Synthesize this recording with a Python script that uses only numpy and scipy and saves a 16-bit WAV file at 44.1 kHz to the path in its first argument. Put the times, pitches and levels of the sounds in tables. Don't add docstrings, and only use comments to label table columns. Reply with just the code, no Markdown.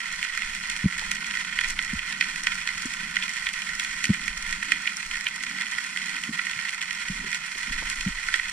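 import sys
import numpy as np
from scipy import signal
from scipy.fft import rfft, irfft, next_fast_len
from scipy.io import wavfile
from scipy.ndimage import map_coordinates

SR = 44100
rng = np.random.default_rng(int(sys.argv[2]) if len(sys.argv) > 2 else 0)


def inscribe(sig):
    pcm = np.round(np.clip(np.atleast_2d(sig).T, -1, 1) * 32767)
    wavfile.write(sys.argv[1], SR, pcm.astype(np.int16))


N = 375732


def amp(db):
    return 10 ** (np.asarray(db) / 20)


def along(points, hz):
    f, values = np.transpose(points)
    return np.interp(np.log(hz + 1), np.log(f + 1), values)


def curve(points):
    return np.interp(np.arange(N) / SR, *np.transpose(points))


def wobble(rate):
    knots = rng.standard_normal(int(N * rate / SR) + 4)
    return map_coordinates(knots, [np.arange(N) * rate / SR])


def filtered(x, response):
    size = next_fast_len(N + SR // 10, True)
    return irfft(rfft(x, size) * response(np.fft.rfftfreq(size, 1 / SR)), size)[..., :N]


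def noise(spectrum):
    x = filtered(rng.standard_normal(N), lambda hz: amp(along(spectrum, hz)))
    return x / np.sqrt(np.mean(x ** 2) + 1e-20)


def noise_pair(spectrum, side_db=-20):
    return noise(spectrum) + amp(side_db) * np.outer([1, -1], noise(spectrum))


# frequency in Hz, relative density in dB.
RUSH_SPECTRUM = [(120, -46), (300, -18), (420, -24), (700, -14.5), (1500, -1), (4000, -110)]


def open_water(level_db=-52.5):
    return amp(level_db) * noise(RUSH_SPECTRUM)


# frequency in Hz, relative density in dB.
HUM_SPECTRUM = [(60, -9), (110, -22.5), (150, -0.5), (190, 4), (230, -3), (300, -27), (420, -19.5),
                (1000, -72)]
# frequency in Hz, relative density in dB.
GURGLE_SPECTRUM = [(120, -45), (190, 1), (235, 0), (290, -3.5), (360, -17), (600, -55)]
# time in seconds, level in dB.
HUM_SWELLS = [(0, -55), (.3, -56), (.5, -54), (1.3, -53), (1.7, -53), (2.05, -54.5), (2.28, -51),
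              (2.65, -57), (3.1, -52), (3.35, -57), (3.7, -55.5), (4.2, -50.5), (4.47, -55.5), (4.7, -51),
              (4.9, -53.5), (5.28, -55), (5.5, -50.5), (5.72, -54.5), (6.1, -52.5), (6.33, -51.5),
              (6.7, -55.5), (6.95, -55.5), (7.22, -51.5), (7.47, -56.5), (7.72, -52.5), (7.95, -52.5),
              (8.2, -57), (8.52, -57)]


def case_hum(waver_db=3.0, gurgle_db=-8, gurgle_growth=4.1, gurgle_waver_db=2):
    hum_db = curve(HUM_SWELLS)
    hum = amp(hum_db + waver_db * wobble(9.8)) * noise_pair(HUM_SPECTRUM)
    swell_db = hum_db.mean() + gurgle_growth * (hum_db - hum_db.mean())
    gurgle = amp(swell_db + gurgle_db + gurgle_waver_db * wobble(12)) * noise(GURGLE_SPECTRUM)
    return hum + gurgle


# frequency in Hz, relative density in dB.
EDDY_SPECTRUM = [(6, -5), (14, 11.5), (22, 2.5), (32, 2.5), (45, 3.5), (60, -7.5), (90, -22), (140, -21),
                 (400, -46), (1000, -110)]
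# start in seconds, length in seconds, relative level in dB.
WATER_SURGES = [(0.074, 4.7, -40.5), (0.422, 0.12, -30), (0.945, 0.13, -28), (1.54, 0.45, -32),
                (4.21, 0.33, -30), (5.058, 0.091, -33), (7.087, 0.14, -32), (7.55, .11, -37),
                (7.69, 0.22, -24.5), (7.97, 0.19, -26.5), (8.24, 0.22, -34)]


def surge_rumble(gain_db=-13.0, calm_db=-51.5, buffet_db=1.5, rise_s=0.0059, fall_s=0.041):
    t, power = np.arange(N) / SR, amp(calm_db) ** 2
    for start, length, db in WATER_SURGES:
        build = 1 - np.exp(-np.maximum(t - start, 0) / rise_s)
        ebb = np.exp(-np.maximum(t - start - length, 0) / fall_s)
        power = power + (amp(db) * build * ebb) ** 2
    return np.sqrt(power) * amp(gain_db + buffet_db * wobble(22)) * noise_pair(EDDY_SPECTRUM)


# time in seconds, relative level of the crackle in dB.
REEF_ACTIVITY = [(0.0, -34), (1.56, -33.5), (4.89, -34), (5.22, -34.5), (6.55, -33), (7.24, -35),
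                 (7.78, -32.5), (8.52, -34)]


def colony(count=3000, gain_db=29.5, nearest=0.49, flurry_db=0.86, spread_db=(3, 2, 3), treble_db=-3):
    when, area = rng.random((2, count))
    at = (when * N).astype(int)
    distance = np.sqrt(area + nearest ** 2)
    activity_db = curve(REEF_ACTIVITY) + flurry_db * wobble(16)
    db = gain_db + activity_db[at] - 20 * np.log10(distance)
    colour_db = rng.uniform(-np.sqrt(3), np.sqrt(3), (count, 3)) * spread_db
    colour_db[:, 2] += treble_db
    return np.column_stack([at / SR, db, colour_db])


def small_shrimp(count=50, level_db=-2, spread_db=3, treble_db=12):
    when, size = rng.random((count, 2)).T
    db = level_db + spread_db * (2 * size - 1)
    return np.column_stack([when * N / SR, db, np.zeros((count, 2)), np.full(count, treble_db)])


# start in seconds, relative level in dB, extra level near 3 kHz in dB,
# extra treble in dB.
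NEAR_SNAPS = [(0.2279, -20, 3, -4), (0.2476, -23, 1, -3), (0.3746, -20.5, -4, -3), (.42, -18.5, 0, -10),
              (.431, -24, -1, -16), (.55, -27, 2, 3), (.6993, -25.5, 5, 7.5), (0.764, -26.5, 4, 4),
              (0.9247, -24, -3, -13), (0.9835, -22.5, -3, -7), (.994, -21, -1, -4), (1.1145, -20, 6, 4),
              (1.2432, -27, 5, -7), (1.3095, -22, 2.5, -9), (1.339, -23, -2, -21), (1.3521, -22, -4, -7),
              (1.3713, -20.5, 0, -7), (1.447, -22, -4, -17), (1.525, -24.5, -4, -19),
              (1.5886, -12.5, -1, -15), (1.6105, -17, -2, -5), (1.637, -23, -3, -12),
              (1.644, -18.5, 1, -10), (1.6844, -33, -10, 13), (1.704, -31.5, 6, 14.5),
              (1.79, -14.5, -0.5, -16), (1.825, -32, 2, 9), (1.847, -33, -3, 8), (1.9915, -22.5, 4, -11),
              (2.125, -24.5, 6.5, -2), (2.21, -11, 1, -9.5), (2.224, -19, -2, -15), (2.242, -23, -1, -15),
              (2.359, -23.5, 2, -3), (2.4352, -31, -2, 9), (2.4693, -10.5, -2.5, -11.5),
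              (2.518, -25, 6, -14), (2.6038, -30, 1, 0), (2.614, -30, 7, -5), (2.6737, -19.5, 1, -4),
              (2.6886, -17.5, -6, -12), (2.779, -25.5, -1, 1), (2.821, -26, 3, 3), (2.857, -32, -2, 10),
              (2.918, -33, 0, 3), (2.9372, -28.5, 6, 6), (3.158, -22.5, 1, -4), (3.1675, -14, 0, -12),
              (3.2246, -23.5, 9, -8), (3.236, -26, 6, -2), (3.2797, -23, -1, -6), (3.293, -29, 1, 5),
              (3.367, -29.5, 4, 2), (3.4678, -19, 7, -20), (3.489, -26.5, 5, 0), (3.537, -24, -1, 0),
              (3.6194, -28, 9, 0.5), (3.691, -22, -12, -8), (3.7968, -19.5, 6.5, 2), (3.847, -23, 5, -3),
              (4.041, -18, 4, 3), (4.0533, -24, 8, 5.5), (4.134, -25, 1, -25), (4.145, -20.5, 3, -26),
              (4.2798, -18.5, -1, -4), (4.376, -34.5, 5, 13), (4.425, -26, 0, 3), (4.5261, -21.5, 3, -2),
              (4.6274, -18, -0.5, -25), (4.7194, -11.5, 3.5, -7), (4.82, -32, -3, 4), (4.857, -21, -9, -32),
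              (4.874, -22, 11.5, -18), (4.9688, -35, -3, 15.5), (5.028, -26, 2, -8), (5.112, -21, -2, -10),
              (5.144, -21.5, -6, -25), (5.1554, -22, -2, -11), (5.209, -25, -6, -1),
              (5.2676, -17.5, 8.5, -18), (5.4356, -21, -4.5, -0.5), (5.4652, -21.5, -2, -9),
              (5.5845, -19.5, -6, -16), (5.61, -21.5, 1, -5), (5.6191, -19.5, 0, -7), (5.667, -28, 4.5, -5),
              (5.7834, -17.5, -6, -8), (5.846, -28, -4, -12), (5.9611, -22, -7, -12),
              (5.9725, -21, 2.5, -2), (6.0931, -22.5, -11, -6), (6.165, -28.5, 6, 2),
              (6.2369, -31.5, 12, 7), (6.3917, -14.5, -3, -39), (6.468, -23, 0, -7), (6.496, -23, -1, -6),
              (6.512, -27.5, 7, 1), (6.5322, -26.5, 4, -15), (6.5898, -21, -3, -22),
              (6.686, -23.5, -1, -6.5), (6.6916, -22.5, 1.5, -1), (6.745, -21.5, -9, -7),
              (6.815, -25, 9.5, -1), (6.825, -24, 0, 1), (6.908, -23.5, 5.5, -2), (7.084, -30, 6, 6),
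              (7.316, -32, 0, 7), (7.3282, -22.5, 0.5, -5), (7.346, -23.5, 5, 2), (7.517, -29, -5, -4),
              (7.727, -31, 0, 7), (7.899, -28, 5, 11), (8.009, -22.5, 1.5, -1), (8.2853, -13, -19, -18),
              (8.3407, -11, 1, -11), (8.3564, -21.5, -3, -12), (8.3962, -18, -6, -21.5),
              (8.483, -35, 13, 5)]


def near_shrimp(gain_db=37.0, low_db=-7):
    start, db, mid_db, treble_db = np.transpose(NEAR_SNAPS)
    return np.column_stack([start, db + gain_db, np.full(len(start), low_db), mid_db, treble_db])


def smear(snaps, mean_delay_s, gain_db, treble_db, count):
    copies = np.repeat(snaps, count, axis=0)
    offset = rng.exponential(size=len(copies))
    copies[:, 0] += mean_delay_s * offset
    copies[:, 1] += gain_db - 2 * offset
    copies[:, 4] += treble_db
    return copies


# frequency in Hz, nominal width in Hz, gain in dB,
# level of left over right in dB, phase lead of the left in radians.
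WALL_MODES = [(580, 2400, -20.5, -1, -3), (994, 182, -8.5, 3.5, -2), (1130, 1300, -40, 2, -1),
              (1395, 167, -3, -7.5, -1), (1508, 106, -3.5, -4, -1), (1895, 203, 4, -13.5, -0.63),
              (2053, 344, -0.5, -5.5, 0), (2445, 240, -3, -10, 0.35), (2780, 990, -12.5, 0, 0.62),
              (3230, 530, -8.5, -2, 1.38), (4235, 465, -10, -3, 2.5), (4744, 1600, -16.5, -29, 3.5),
              (5520, 460, -14.5, -2, 1.2), (6330, 1500, -16, 1, -2.5), (7670, 1450, -19, 0.5, -1.38),
              (8740, 1380, -23, -4, -1.63), (9900, 1150, -24.5, 1.5, 1), (12000, 1000, -38, 1, -8),
              (13700, 860, -43, 2, 1)]


def housing(snaps, wash_db=17, fizz_db=9, swell_db=1.5, scatter_db=1, treble_scatter_db=2, stiff_hz=650):
    audible = (snaps[:, 0] > 0) & (snaps[:, 0] < (N - 1) / SR)
    start, db, low_db, mid_db, treble_db = snaps[audible].T
    size = next_fast_len(N + SR // 10, True)
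    f = np.fft.rfftfreq(size, 1 / SR)
    wash = amp(curve(REEF_ACTIVITY) + wash_db)
    fizz = amp(fizz_db + swell_db * wobble(6.6))
    spectrum = np.zeros((2, len(f)), complex)
    for hz, width, mode_db, balance_db, lead in WALL_MODES:
        low = along([(1000, 1), (1900, 0)], hz)
        mid = along([(1950, 0), (2450, 1), (3200, 1), (4500, 0)], hz)
        treble = along([(3600, 0), (5500, 1)], hz)
        travel_s = along([(2000, .0004), (6000, .0012)], hz) * rng.random(len(start))
        at = np.minimum(((start + travel_s) * SR).astype(int), N - 1)
        scatter = (scatter_db + treble * treble_scatter_db) * (2 * rng.random(len(start)) - 1)
        strength = amp(db + low * low_db + mid * mid_db + treble * treble_db + scatter)
        blows = strength * rng.choice([-1, 1], (3, len(start)))
        impulses = np.array([np.bincount(at, part, N) for part in blows])
        hiss = wash * (1 + treble * (fizz - 1)) * (rng.random((3, N), dtype=np.float32) - .5)
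        parts = rfft((impulses + hiss).astype(np.float32), size)
        unlike = along([(2000, 0.21), (4000, 0.95), (9000, 0.57)], hz)
        drive = (parts[0] + 1j * unlike * parts[1:]) / np.hypot(1, unlike)
        pan = np.array([amp(balance_db), np.exp(-1j * lead)]) / np.hypot(amp(balance_db), 1)
        resonance = (1j * f * width / (hz * hz - f * f + 1j * f * width)) ** 2
        spectrum += amp(mode_db) * drive * resonance * pan[:, None]
    highpass = (1j * f / (1j * f + stiff_hz)) ** 2
    return irfft(spectrum * highpass, size)[:, :N]


def shrimp(screening_db=-5):
    near = np.vstack([near_shrimp(), small_shrimp()])
    distant = colony()
    lead_in = smear(near, mean_delay_s=-.004, gain_db=-19, treble_db=7.5, count=10)
    rock = smear(near, mean_delay_s=.002, gain_db=-12, treble_db=6, count=5)
    sand = smear(near, mean_delay_s=.02, gain_db=-20.5, treble_db=4, count=30)
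    seabed = smear(distant, mean_delay_s=.011, gain_db=0.5, treble_db=0.5, count=6)
    screened = distant + [0, screening_db, 0, 0, 0]
    return housing(np.vstack([lead_in, near, rock, sand, screened, seabed]))


# start in seconds, level in dB, frequency in Hz, gap to the second
# touch in seconds, its level relative to the first in dB, rise time in cycles.
HAND_KNOCKS = [(0.841, -16, 180.4, .015, 6, 0.8), (1.9307, -23.5, 205, 0.012, -19, 1.18),
               (1.947, -30, 63.4, 0.022, -14, 0.68), (2.8542, -27, 248, 0.012, -21, 0.9),
               (4.0919, -16.5, 188, 0.0088, 7.5, 0.92), (6.29, -26.5, 232, .014, -8, 1),
               (6.563, -41.5, 153, 0.011, -8, 0.81), (7.098, -25.5, 179, 0.015, -7.5, 1.1),
               (7.24, -43, 390, .024, -4, 1.8), (7.677, -38.5, 218, 0.029, 1, 1.1),
               (8.062, -18.5, 175, 0.0094, -4, 1.2), (8.08, -34, 255, 0.0088, -13, 1.3)]


def knocks(ring_db=-29, ring_t60_s=0.38, sway_db=-14, sway_hz=70, sway_rise_s=0.0046):
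    out, t = np.zeros(N + SR), np.arange(SR // 4) / SR
    sway_envelope = amp(sway_db) * t / sway_rise_s * np.exp(1 - t / sway_rise_s)
    sway = sway_envelope * np.sin(2 * np.pi * sway_hz * t)
    for start, db, hz, gap, second_db, rise_cycles in HAND_KNOCKS:
        rise = t * hz / rise_cycles
        softness = along([(200, 1), (240, 0.1)], hz)
        swing = (rise * np.exp(1 - rise)) ** 1.4
        ring = amp(ring_db - 60 * t / ring_t60_s) * (1 - np.exp(-rise))
        bump = (swing + ring) * np.cos(2 * np.pi * (hz * t - rise_cycles)) + softness * sway
        out[round(start * SR):][:len(t)] += amp(db) * bump
        out[round((start + gap) * SR):][:len(t)] += amp(db + second_db) * bump
    return out[:N]


# start in seconds, level in dB, lower and upper band edges in Hz.
GRIP_SCUFFS = [(1.016, -41, 550, 1200), (7.554, -50, 140, 500), (7.8202, -37, 190, 1800),
               (8.349, -51, 300, 560)]


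def scuffs(rise_s=0.004):
    out, t = np.zeros(N + SR), np.arange(SR // 10) / SR
    swell = t / rise_s * np.exp(1 - t / rise_s)
    for start, db, low_hz, high_hz in GRIP_SCUFFS:
        band = signal.butter(3, [low_hz, high_hz], "bandpass", fs=SR, output="sos")
        slip = signal.sosfilt(band, swell * rng.standard_normal(len(t)))
        out[round(start * SR):][:len(t)] += amp(db) * slip * np.linalg.norm(swell) / np.linalg.norm(slip)
    return out[:N]


def scene():
    return shrimp() + knocks() + scuffs() + surge_rumble() + case_hum() + open_water()


def record(dry, top_hz=15000):
    return filtered(np.clip(dry, -1, 1), lambda hz: 1 / np.sqrt(1 + (hz / top_hz) ** 80))


dry = scene()
out = record(dry)
inscribe(out)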